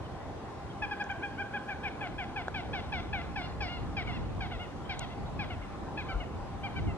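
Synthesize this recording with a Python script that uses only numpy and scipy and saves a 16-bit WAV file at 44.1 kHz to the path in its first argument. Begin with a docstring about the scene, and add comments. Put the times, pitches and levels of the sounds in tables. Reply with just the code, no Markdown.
"""A swan calls a long run of short clear notes across open water: steady partials weighted by the throat, plus breath.
Reeds smear each note, the far shore returns it, and a cove scatters what the beak throws sideways (random taps).
Small birds peep and other fowl hoot far off (arching tones); the camera body knocks and ticks (brief rings).
Wind rumbles on a two-port microphone over the wash of the lake (shaped noise), with two faint narrow bands
in the background, perhaps a microphone resonance and a motor hum (narrow noise)."""
import sys
import numpy as np
from scipy import signal
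from scipy.fft import rfft, irfft
from scipy.io import wavfile
from scipy.ndimage import uniform_filter1d

SR = 44100
rng = np.random.default_rng(int(sys.argv[2]) if len(sys.argv) > 2 else 0)


def transcribe(signal):
    """Save signal, clipped to [-1, 1], as a 16-bit WAV file at the path in sys.argv[1]."""
    frames = np.atleast_2d(signal).T
    limited = np.clip(frames, -1, 1)
    pcm = np.round(limited * 32767).astype(np.int16)
    wavfile.write(sys.argv[1], SR, pcm)


N = 307377  # samples in the scene


def gain_of(db):
    """Decibels to an amplitude factor."""
    return 10 ** (np.asarray(db) / 20)


def evened(x):
    """Scales a sound to rms 1."""
    return x / np.sqrt(np.mean(x ** 2) + 1e-20)


def read(points, hz, column=1):
    """Joins one column of a spectrum table on a log-frequency axis."""
    table = np.transpose(points)
    return np.interp(np.log(hz + 1), np.log(table[0] + 1), table[column])


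def add(mix, start_s, sound):
    """Lays a sound into the mix, cut off at the end of the mix."""
    part = mix[round(start_s * SR):][:len(sound)]
    part += sound[:len(part)]


def drift(count, size):
    """Slow chance of rms 1, noise smoothed twice over size samples."""
    smooth = uniform_filter1d(rng.standard_normal(count), size=size)
    return evened(uniform_filter1d(smooth, size=size))


def tilt(table, hz):
    """Half the lead and balance of a port table, to multiply the left and divide the right."""
    half_balance = gain_of(read(table, hz, column=3) / 2)
    half_lead = np.exp(.5j * read(table, hz, column=2))
    return half_balance * half_lead


def ports(x, table):
    """A sound from one direction reaches the two ports with its own lead and balance."""
    half = tilt(table, np.fft.rfftfreq(N, 1 / SR))
    return irfft(rfft(x) * np.array([half, 1 / half]), N)


def noise(colour_db, table, patchy_db, size=2048):
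    """Random short-time spectra with drifting patches, partly shared by the ports; rms 1."""
    frames, hz = N * 4 // size + 5, np.fft.rfftfreq(size, 1 / SR)
    a, b, c, d, patches = rng.standard_normal((frames, len(hz), 5)).T
    patches = uniform_filter1d(patches, size=14, axis=0)  # across frequency
    patches = evened(uniform_filter1d(patches, size=8, axis=1))  # across time
    likeness = np.clip(read(table, hz), 0, 1)[:, None]
    half = tilt(table, hz)[:, None]
    left = a + 1j * b
    right = likeness * left + np.sqrt(1 - likeness ** 2) * (c + 1j * d)
    spectra = np.array([left * half, right / half])
    spectra *= gain_of(colour_db(hz)[:, None] + patchy_db * patches)
    return evened(signal.istft(spectra, nperseg=size, noverlap=size * 3 // 4)[1][:, :N])


# The two ports for sound through air: pitch_hz, likeness_0_to_1, left_lead_rad, left_minus_right_db
AIR_PORTS = [(60, 1, -1.5, -1), (134, 1, -0.5, 0), (297, 1, -0.2, 0.5), (464, 0.52, 0.1, -1.5),
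             (780, 0.52, -0.28, 0.5), (1110, 0.83, 0.2, 0), (1610, 0.38, 0, 0.9), (2160, 0.56, 1.5, 2.5),
             (3590, 0, 2.18, 1.5), (4300, 0.34, 4.5, 0), (4380, 0.24, 3, 0.5), (8240, 0.14, 2.5, 0),
             (13300, 0.9, 4.5, 0)]
# Faint narrow bands in the background: centre_hz, width_hz, level_db
FAINT_BANDS = [(794.8, 19, -55.5), (1036, 8.7, -61)]


def faint_bands():
    """Two narrow bands of noise, perhaps a microphone resonance and a motor hum."""
    out = np.zeros((2, N))
    for centre_hz, width_hz, level_db in FAINT_BANDS:
        band = lambda hz: -20 * np.log10(1 + ((hz - centre_hz) / (width_hz / 2)) ** 2)
        out += gain_of(level_db) * noise(band, AIR_PORTS, patchy_db=1.0, size=4096)
    return out


# Colour of the lake's wash: pitch_hz, density_db (per Hz, relative)
WASH_COLOUR = [(25, -44), (50, -6), (80, 2), (130, -2.5), (200, -4.5), (300, -4), (500, -8), (800, -8.5),
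               (1060, -11.5), (1370, -16.5), (2100, -23.5), (2900, -27), (9300, -42), (11500, -47.5),
               (14100, -62.5)]
WASH_DB = -42


def lake():
    """Wide wash of wavelets and air."""
    return gain_of(WASH_DB) * noise(lambda hz: read(WASH_COLOUR, hz), AIR_PORTS, patchy_db=1.55)


# Strength of the wind over time: time_s, rumble_db
GUST_LEVELS = [(0.0, -54), (0.13, -48.5), (0.7, -58.5), (0.85, -42.5), (0.99, -67), (1.01, -54.5),
               (1.5, -65), (1.9, -55), (2.17, -44.5), (2.25, -51.5), (2.75, -42), (2.87, -44), (3.8, -41),
               (3.82, -36), (3.92, -43), (4.15, -36), (4.45, -38.5), (4.56, -46), (5.07, -42.5),
               (5.15, -51), (5.2, -36.5), (5.27, -43.5), (5.38, -41), (5.61, -46.5), (6.27, -43.5),
               (6.37, -39.5), (6.46, -44), (6.72, -40.5), (6.89, -31), (6.97, -41)]
# Colour of the rumble: pitch_hz, density_db (per Hz, relative)
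RUMBLE_COLOUR = [(22, -27), (35, -6.5), (50, -2), (72, 3), (110, -2.5), (160, -3.5), (250, -11.5),
                 (420, -18), (600, -42), (1200, -110)]
# Colour of the deeper thump: pitch_hz, density_db (per Hz, relative)
THUMP_COLOUR = [(12, -55), (26, -16), (35, 20), (50, 22), (70, -46), (140, -110)]
# Gusts sweeping across the ports: pitch_hz, likeness_0_to_1, left_lead_rad, left_minus_right_db
GUST_PORTS = [(30, 0.8, -0.5, -1), (48, 0.85, 0.5, 7), (66, 0.92, -.5, -0.5), (98.6, 0.77, -0.24, 5.5),
              (132, 0, -2, -7), (170, 0, -3.5, 2), (222, 0.65, -2.5, -9), (450, 1, -2, -1.5)]
LUMPS_DB, THUMP_LUMPS_DB = 1, 7.5  # chance lumps in rumble and thump
THUMP_DB, THUMP_SHARE = -61, 0.76  # the thump follows the gusts in part


def wind():
    """Gusts on the ports: a lumpy rumble and a deeper thump."""
    gust_db = np.interp(np.arange(N) / SR, *np.transpose(GUST_LEVELS))
    rumble = noise(lambda hz: read(RUMBLE_COLOUR, hz), GUST_PORTS, patchy_db=0.0, size=4096)
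    thump = noise(lambda hz: read(THUMP_COLOUR, hz), GUST_PORTS, patchy_db=0.5, size=4096)
    rumble_db = gust_db + LUMPS_DB * drift(N, size=2500)
    thump_db = THUMP_DB + THUMP_SHARE * (gust_db - gust_db.mean()) + THUMP_LUMPS_DB * drift(N, size=2500)
    return gain_of(rumble_db) * rumble + gain_of(thump_db) * thump


# Low rings of the camera body: pitch_hz, level_db
BODY_RINGS = [(450, -16), (730, -2), (1100, -14), (1520, -2)]
# High rings of the camera shell: pitch_hz, level_db
SHELL_RINGS = [(2200, -12), (2750, -12), (3300, -4), (4050, -1), (5150, -9), (5900, -9), (6500, 0),
               (7060, 2), (8530, -5), (9120, -9), (9950, -21), (13000, -26)]
GRIT_SHARE = .35  # noise in the crack, against the rings of the shell
KNOCK_LEAD = 200  # samples before the peak


def knock(ring_db, ring_ms, crack_db, crack_ms, crack_hz, octaves):
    """A brief touch: the body rings for a few cycles under a short crack of the shell."""
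    t = np.arange(-KNOCK_LEAD, 312) / SR
    away_ms = t * 1000 / np.where(t > 0, 1.2, 1)  # dies slower than it rises
    ring = sum(gain_of(db) * np.sin(2 * np.pi * hz * t) for hz, db in BODY_RINGS)
    hz, db = np.transpose(SHELL_RINGS)
    struck = gain_of(db) * np.exp(-.5 * (np.log2(hz / crack_hz) / octaves) ** 2)
    phases = rng.random((len(hz), 1))
    crack = evened(struck @ np.sin(2 * np.pi * (hz[:, None] * t + phases)))
    octaves_off = np.log2(np.fft.rfftfreq(len(t), 1 / SR) / crack_hz + 1e-9)
    band = np.exp(-.5 * (octaves_off / min(octaves, .6)) ** 2)
    grit = evened(irfft(band * rfft(rng.standard_normal(len(t)))))
    crack = evened(crack + GRIT_SHARE * grit)
    return (gain_of(ring_db) * np.exp(-.5 * (away_ms / ring_ms) ** 2) * ring
            + gain_of(crack_db) * np.exp(-.5 * (away_ms / crack_ms) ** 2) * crack)


# Knocks and ticks: peak_s, ring_db, ring_width_ms, crack_db, crack_width_ms, crack_centre_hz, crack_spread_octaves
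TOUCHES = [(2.483, -24.5, 1.0, -45, .9, 3000, .7), (4.9942, -62, 1.1, -34.5, 1.0, 6000, 2.5),
           (1.0412, -72, .8, -50, .6, 5500, .25), (1.1142, -72, .8, -53, .6, 5500, .25)]
# Ports for sound through the body: pitch_hz, likeness_0_to_1 (unused), left_lead_rad, left_minus_right_db
BODY_PORTS = [(300, 1, .2, 0), (1200, 1, .5, 0), (2300, 1, .8, 0), (4100, 1, 2.0, 1.5), (7500, 1, 1.6, 1),
              (13000, 1, 2.0, 0)]


def camera_body():
    """Touches travel through the solid body to both ports."""
    camera = np.zeros(N)
    for peak_s, *blow in TOUCHES:
        add(camera, peak_s - KNOCK_LEAD / SR, knock(*blow))
    return ports(camera, BODY_PORTS)


HOARSE_SHARE = .3  # how much a far call throbs


def whistle(length_s, start_hz, top_hz, end_hz, level_db):
    """One soft tone whose pitch arches through three points."""
    u = np.linspace(-1, 1, round(length_s * SR))
    hz = top_hz + u * (end_hz - start_hz) / 2 + u ** 2 * ((start_hz + end_hz) / 2 - top_hz)
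    throb = 1 + HOARSE_SHARE * drift(len(u), size=150)
    tone = np.sin(2 * np.pi * np.cumsum(hz) / SR) * signal.windows.tukey(len(u), .7)
    return np.sqrt(2) * gain_of(level_db) * throb * tone


# Peeps of small birds: start_s, length_s, start_hz, top_hz, end_hz, level_db
BIRD_PEEPS = [(.037, .04, 2900, 3100, 2650, -58), (.195, .04, 2020, 1940, 1880, -59.5),
              (.69, .042, 2900, 3230, 2950, -58), (4.835, .063, 2980, 3170, 3050, -59),
              (5.25, .04, 3100, 3880, 3700, -58)]
# Hoots of far fowl: start_s, length_s, start_hz, top_hz, end_hz, level_db
FOWL_HOOTS = [(1.14, .05, 690, 670, 650, -50), (5.165, .035, 790, 810, 800, -47),
              (5.255, .04, 800, 810, 800, -52), (6.045, .05, 1240, 1200, 1160, -52),
              (6.025, .065, 1030, 1050, 1020, -51), (6.085, .07, 1370, 1330, 1310, -46.5),
              (6.135, .04, 1400, 1400, 1350, -50), (6.092, .068, 800, 780, 810, -45),
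              (6.515, .06, 820, 790, 780, -51)]


def other_birds():
    """Peeps and hoots reach the ports through the air as simple tones."""
    others = np.zeros(N)
    for start_s, *shape in BIRD_PEEPS + FOWL_HOOTS:
        add(others, start_s, whistle(*shape))
    return ports(others, AIR_PORTS)


TAP_GAP = 40  # samples; one random tap in each gap


def scatter(table, first, returns=()):
    """Sparse taps of random sign from sample first on, plus single returns, coloured band by band."""
    taps = np.zeros((2, SR))
    slots = np.arange(first, SR - TAP_GAP, TAP_GAP)
    at = slots + rng.integers(0, TAP_GAP, (2, len(slots)))
    np.put_along_axis(taps, at, rng.choice([-1., 1.], at.shape), 1)
    taps[1] = 0.74 * taps[0] + 0.93 * taps[1]  # the ports share part of the scatter
    banks = np.zeros(SR)
    for delay_s, db in returns:
        banks[round(delay_s * SR)] = gain_of(db)
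    hz, t, tail = signal.stft(taps, SR, nperseg=256)
    t60 = read(table, hz, column=2)[:, None]
    # the root sets each band's energy alike for any decay time
    tail = tail * gain_of(-60 * t / t60) * np.sqrt(np.log(1e6) * TAP_GAP / SR / t60)
    paths = (tail + signal.stft(banks, SR, nperseg=256)[2]) * gain_of(read(table, hz))[:, None]
    return signal.istft(paths, SR, nperseg=256)[1]


# Near scatter in the reeds: pitch_hz, level_db, t60_s
NEAR_REEDS = [(700, -8, 0.14), (1600, -9.5, 0.17), (2400, -18, 0.14), (3200, -15, 0.12), (4200, -6, 0.06),
              (5500, -12.5, 0.071)]
# Return of the far shore: pitch_hz, level_db, t60_s
FAR_SHORE = [(600, -10.5, 0.74), (830, -7.5, 0.59), (1470, -8, 1), (1640, -12, 1), (2500, -17, 0.62),
             (3000, -12, 0.53), (4020, -5.5, 0.55), (5500, -17, .4)]
# Single returns of the banks: delay_s, level_db (against the shore colour)
BANK_ECHOES = [(.028, -7.5), (.055, -6), (.092, -6.5), (.19, -21)]
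# Diffuse return of what the beak throws sideways: pitch_hz, level_db, t60_s
COVE_RETURN = [(3000, -11, .28), (4000, -11, .28)]


def shore(x, thrown):
    """Near reeds smear each note and far banks return it; the cove scatters what the beak throws sideways."""
    paths = scatter(NEAR_REEDS, 130) + scatter(FAR_SHORE, 900, BANK_ECHOES)
    cove = scatter(COVE_RETURN, 700)
    returned = signal.fftconvolve(x, paths, axes=1) + signal.fftconvolve(thrown, cove, axes=1)
    return returned[:, :N]


# Windpipe and beak, colouring breath and partials: pitch_hz, level_db
WINDPIPE = [(620, -16), (690, -1.5), (740, -1), (800, -1), (900, 4), (1250, -4), (1480, -2), (1720, 1),
            (2000, -2.5), (2350, 1.5), (2800, -2), (3120, -6.5), (3480, -8.5), (3900, -11.5), (4250, -19.5),
            (5000, -18.5), (6200, -28), (8000, -78)]


def breath(count):
    """Air rushing through the windpipe, gradually thinned below about 2500 Hz, near the third partial."""
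    hz = np.fft.rfftfreq(count, 1 / SR)
    thinning = (hz / 2500) ** 2 / (1 + (hz / 2500) ** 2)
    return evened(irfft(rfft(rng.standard_normal(count)) * gain_of(read(WINDPIPE, hz)) * thinning, count))


# Partials 1-8 until the pitch breaks downward, in full for far-falling notes: level_db
OPENING_PARTIALS = [-5, 4, 0, 3, 1.5, 1, -9, 0]
# Own levels of partials 5-8: level_db
UPPER_PARTIALS = [-2.5, -1, -0.5, -7]
UPPER_SHARE, UPPER_HOLD = 0.83, 0.28  # partials 5-8 share brightness; 6-8 escape part of the fade
FAR_FALL_HZ = 160  # a fall this large counts as far
ATTACK_S, ATTACK_DB, TIED_ATTACK_DB = 0.006, -21, -10  # a tied note starts already sounding
RELEASE_S, RELEASE_DB = 0.0079, -11.5
BREAK_S, FULL_BREAK = .0035, .25  # quick drop after the top; share of the fall that catches fully
CATCH_DB, CATCH_S, CATCH_GROWTH = -5, 0.0028, 0.36  # the voice catches at the break, more so in higher partials
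SWELL_DB_PER_HZ = 0.13  # effort grows with the pitch on the way up
LIFT_HZ_PER_S = 2740  # a larger lift starts earlier
FADE_BEND = 0.82  # bends the fade against the sag
FOURTH_FADE_DB = -6.5  # the fourth partial thins as a far-falling note sags
BREATH_DB, PUFF_DB = -20, 16  # breath against effort; its swell as a far-falling note lets go
RASP_DB, RASP_GROWTH = -24, .5  # breath noise on each partial; growth with partial number
WOBBLE = 0.0035  # pitch unsteadiness as a share
FLUTTER_DB = .6  # first partial's level unsteadiness, as air over the water bends the path


def note(length_s, top_s, onset_hz, top_hz, low_hz, snap, bend, effort_db, fade_db,
         first_db, second_db, fourth_db, bright_db, tied, hoarse_db,
         fifth_db, sixth_db, seventh_db, third_db, lift_hz, thrown_db):
    """Steady membrane partials, each weighted by the throat at its own frequency."""
    t = np.arange(0, length_s, 1 / SR)
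    ramp = lambda start_s, span_s: np.clip((t - start_s) / span_s, 0, 1)

    # pitch: rise to the top, quick break, sag, lift on letting go
    rise = np.sin(np.pi / 2 * ramp(ATTACK_S, max(top_s - ATTACK_S, 1 / SR)))
    below_top_hz = (top_hz - onset_hz) * (1 - rise)
    lift_s = RELEASE_S + max(lift_hz - 12, 0) / LIFT_HZ_PER_S
    sag = ramp(top_s, max(length_s - lift_s - top_s, .004)) ** bend
    fall = snap * ramp(top_s, BREAK_S) + (1 - snap) * sag
    hz = top_hz - below_top_hz - (top_hz - low_hz) * fall + lift_hz * ramp(length_s - lift_s, lift_s)
    hz = uniform_filter1d(hz, size=80) * (1 + WOBBLE * drift(len(t), size=100))
    turns = 2 * np.pi * np.cumsum(hz) / SR

    # effort: swell in, follow the pitch, fade and let go
    far = min(1, (top_hz - low_hz) / FAR_FALL_HZ) ** 2
    fade = fade_db * sag ** FADE_BEND
    attack = (TIED_ATTACK_DB if tied else ATTACK_DB) * (1 - ramp(0, ATTACK_S))
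    release = RELEASE_DB * ramp(length_s - RELEASE_S, RELEASE_S)
    effort = effort_db + attack - SWELL_DB_PER_HZ * below_top_hz + fade + release
    catch_depth_db = CATCH_DB * min(1, snap / FULL_BREAK) ** 2
    catch = catch_depth_db * np.exp(-((t - top_s - BREAK_S / 2) / CATCH_S) ** 2)

    # balance of the partials
    opening = far * (1 - ramp(top_s, BREAK_S / 2))
    third = third_db * (1 - ramp(top_s, BREAK_S))
    fourth = fourth_db + FOURTH_FADE_DB * far * fall
    upper = [own_db + run_db + UPPER_SHARE * bright_db - (k > 5) * UPPER_HOLD * fade
             for k, (own_db, run_db) in enumerate(zip(UPPER_PARTIALS, [fifth_db, sixth_db, seventh_db, 0]), start=5)]

    puff = PUFF_DB * far * ramp(length_s - 2 * RELEASE_S, RELEASE_S)
    out = gain_of(BREATH_DB + hoarse_db / 2 + puff) * breath(len(t))
    for k, shift in enumerate([first_db, second_db, third, fourth, *upper], start=1):
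        level = read(WINDPIPE, k * hz) + shift + OPENING_PARTIALS[k - 1] * opening
        level += FLUTTER_DB * np.sqrt(k) * drift(len(t), size=250) + catch * k ** CATCH_GROWTH
        rasp = gain_of(RASP_DB + hoarse_db) * k ** RASP_GROWTH * drift(len(t), size=40)
        out += gain_of(level) * (np.sin(k * turns) + rasp * np.cos(k * turns))
    thrown = gain_of(thrown_db) * opening * rise ** 2 * np.sin(4 * turns)
    return np.sqrt(2) * gain_of(effort) * np.array([out, thrown]) * signal.windows.tukey(len(t), .1)


# Swan notes: start_s, length_s, time_to_top_s, onset_hz, top_hz, low_hz, break_share_0_to_1 (of the fall),
# sag_bend (1 = straight), effort_db, fade_db, fundamental_db, second_db, fourth_db, brightness_db
SWAN_NOTES = [(0.817, 0.043, 0.01, 840, 867, 794, 0.12, 1.03, -35.5, -3, -2.5, -1, -6, -9),
              (0.906, 0.038, 0.015, 813, 838, 770, 0.03, 1.6, -41.5, -3, 2, 6.5, -2, -2),
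              (0.994, 0.037, 0.023, 802, 834, 770, 0.07, 1.4, -41.5, -1.5, 3, 8, -1.5, 0),
              (1.087, 0.046, 0.02, 710, 811, 753, 0.1, 1.4, -41, -5, 1.5, 5.5, -1.5, -10),
              (1.216, 0.056, 0.023, 710, 820, 784, 0.02, 1.9, -41.5, -5.5, 0, 7, -3.5, -20),
              (1.374, 0.058, 0.034, 723, 812, 753, 0.02, 1.6, -44.5, -0.5, 4, 9.5, -1, -8),
              (1.527, 0.056, 0.023, 753, 837, 756, 0.12, 2.4, -46, 0.5, 5.5, 9, 0, -10),
              (1.677, 0.063, 0.022, 787, 845, 745, 0.29, 1.2, -41, -3.5, 2, 2, -7, -11),
              (1.827, 0.066, 0.0202, 783, 853, 720, .25, 1.4, -36.5, -4.5, -2.5, -6.5, -9, -16),
              (2.003, 0.077, 0.019, 812, 857, 681, 0.29, 1.3, -41.5, -4.5, 3.5, -3, -2, -13),
              (2.178, 0.071, 0.016, 806, 845, 660, 0.21, 1.27, -40.5, -6, 2.5, -3, -1.5, -10),
              (2.356, 0.071, 0.014, 813, 854, 664, 0.24, 1.1, -38.5, -8.5, 2.5, -3.5, -4, -4),
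              (2.538, 0.077, 0.015, 807, 854, 674, 0.31, 1.3, -39.5, -6, 1, -4, 0, 1),
              (2.727, 0.085, 0.017, 810, 859, 675, 0.29, 0.92, -38, -9.5, 1.5, -4, 0.5, 0.5),
              (2.918, 0.093, .014, 815, 862, 670, 0.27, 0.85, -35.5, -9, -0.5, -5, -3, -2),
              (3.125, 0.1, 0.013, 816, 860, 665, 0.22, 0.82, -34.5, -10, -1, -5.5, -5, -12),
              (3.355, 0.074, 0.0132, 831, 868, 687, 0.31, 0.9, -37, -8, 1.5, -4.5, -4, -1),
              (3.422, 0.057, 0.029, 699, 709, 673, 0.06, 2.6, -53.5, -8, 0, 4, 6, 14),
              (3.602, 0.09, 0.015, 825, 852, 656, 0.24, 0.96, -36.5, -11.5, 0.5, -8, -3.5, 7),
              (3.675, 0.12, 0.03, 673, 713, 643, 0, 5.6, -47, -14, -5.5, -0.5, 3, 3.5),
              (3.964, 0.07, 0.0098, 829, 827, 641, 0.17, 1.55, -35.5, -9, -1.5, -11, -5, 0),
              (4.062, 0.072, 0.0207, 667, 763, 644, 0.28, 1.6, -40.5, -8, -3.5, -7, -5.5, 1),
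              (4.122, 0.064, 0.017, 682, 704, 616, 0.06, 3, -49.5, -5, -3, -16, 1.5, 8),
              (4.403, 0.073, 0.013, 808, 808, 637, .24, 1.62, -41, -11, 1.5, -4, -3.5, 5),
              (4.506, 0.069, 0.021, 667, 753, 630, 0.43, 1.37, -44.5, -11, 4.5, -2, -0.5, 3),
              (4.589, 0.081, 0.0316, 679, 725, 614, 0.01, 1.9, -47.5, -13, 0, -3, 1.5, -1),
              (4.89, 0.066, 0.014, 797, 814, 645, 0.22, 1.6, -37, -13, -1.5, -8, -3.5, 2.5),
              (5, 0.057, 0.021, 672, 740, 628, 0.18, 0.95, -43, -6, 1, -4, -2, 4),
              (5.096, 0.048, 0.035, 669, 693, 650, .02, 2.1, -52, -1, 0, -12, -5, -2),
              (5.388, 0.066, 0.014, 837, 840, 664, 0.11, 1.44, -39.5, -7, -1, -8, -5, 0),
              (5.498, 0.057, 0.014, 705, 749, 640, 0.28, 1.16, -44.5, -11, 3, -2, 1.5, -4),
              (5.612, 0.048, 0.018, 675, 736, 675, .27, 0.97, -51, -4, -11, -3, -5, -12),
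              (5.969, 0.065, 0.013, 808, 870, 663, 0.15, 2.2, -38.5, -13, -6, -5.5, -5, 0),
              (6.081, 0.057, 0.015, 739, 782, 677, 0.05, 2.3, -44.5, -4, 0.5, -2, -0.5, 0),
              (6.198, 0.05, 0.016, 720, 736, 615, 0.06, 1.23, -47, -9, 4, -10, 1, -8),
              (6.628, 0.057, 0.015, 740, 799, 693, 0, 3, -41, -6, -1.5, -8.5, -1, -8),
              (6.754, 0.048, 0.015, 740, 780, 680, 0.01, 4.1, -44.5, -0.5, -1.5, -5, -0.5, -2),
              (6.867, 0.056, 0.008, 746, 732, 664, .15, 0.98, -51, 1, 4, -7, -2, -19)]
# The voice along the run: time_s, fifth_db, sixth_db, seventh_db, third_db (before the break),
# lift_hz (as the note lets go), thrown_db (the fourth partial's opening, sideways)
VOICE_RUN = [(.8, -2, 0.5, -2, 0, 8, -25), (1.5, -3, 4, -4, 2.5, 8, -20), (1.68, 2, -2, -6, -5, 9.2, -4),
             (1.83, 0, -4, -6, -8, 10, -4), (2.0, 0, 0, -4, -1, 9.1, 5), (2.2, 0, -2, -4, 0.5, 13, 3),
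             (2.55, -1, -2, -6, 0.5, 13.5, 5), (2.7, 2, -2, -2, 1, 20, -1), (2.92, 4, -2, -2.5, 0, 39, 4),
             (3.13, 8, 0, -3, 0.5, 45, -1), (3.35, 1, 1, -.5, 0.5, 15, -1), (3.42, -2, 5, -2, -1, 13.5, -3),
             (3.6, -5, -1, 0, -1, 12, 2), (3.68, -1, 4, -5, -1, 13, 2), (3.96, -4, -1, -6, -2, 13, 1),
             (4.12, -2, -4, -6, 0, 12, 1), (4.4, -1, -3, -10, 0.5, 12, 0), (5.0, 2, -1, 0, -2.5, 13, -2),
             (5.4, 2, -2, -3, 1, 12, -5), (5.97, 3, -8, -8, 2, 12, -10), (6.08, -3, 4, -8, 1, 10, -20),
             (6.2, 0, 0, -10, 1, 10, -25), (6.63, 2, 4, -10, -1, 10, -25), (6.76, 0, 0, -10, 0, 10, -25),
             (6.9, 0, -2, -10, -2, 10, -25)]
# Hoarseness along the run: time_s, rasp_db (added to the rasp, half of it to the breath)
HOARSE_RUN = [(.8, -5), (1.4, -4), (1.7, 5), (2.05, 4), (2.4, 0), (3.3, -2), (4.0, 2), (4.6, 3), (5.6, 2),
              (5.9, -5), (6.9, -5)]
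# Ports for the swan's direction: pitch_hz, likeness_0_to_1 (unused), left_lead_rad, left_minus_right_db
SWAN_PORTS = [(700, 1, .3, 0), (1350, 1, .15, .5), (1650, 1, .4, 1), (1950, 1, 1.3, 2.5),
              (2300, 1, 1.65, 3), (3150, 1, 1.8, 2.5), (3450, 1, 2.1, 2), (3750, 1, 2.9, 0),
              (4050, 1, 2.6, 1), (4350, 1, 2.15, 2), (5600, 1, 2.1, 1.5)]


def swan():
    """The run of notes as heard directly and as thrown sideways, both at the ports."""
    heard, thrown = np.zeros((2, N))
    quiet_from_s = 0
    run_s, *columns = np.transpose(VOICE_RUN)
    for start_s, *shape in SWAN_NOTES:
        tied = start_s < quiet_from_s  # the note before is still sounding
        hoarse_db = np.interp(start_s, *np.transpose(HOARSE_RUN))
        voice = [np.interp(start_s, run_s, column) for column in columns]
        call, cast = note(*shape, tied, hoarse_db, *voice)
        add(heard, start_s, call)
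        add(thrown, start_s, cast)
        quiet_from_s = start_s + shape[0]
    return ports(heard, SWAN_PORTS), ports(thrown, SWAN_PORTS)


def scene():
    """Faint bands, lake, wind, camera body and other birds under the swan and its returns."""
    heard, thrown = swan()
    background = faint_bands() + lake() + wind() + camera_body() + other_birds()
    return background + shore(heard, thrown) + heard


def record(dry):
    """The band limit of the recorder: a steep low-pass."""
    edge_hz = 14200
    low_pass = signal.firwin(511, edge_hz, window=("kaiser", 9), fs=SR)
    return signal.oaconvolve(dry, low_pass[None], "same")


dry = scene()
out = record(dry)
transcribe(out)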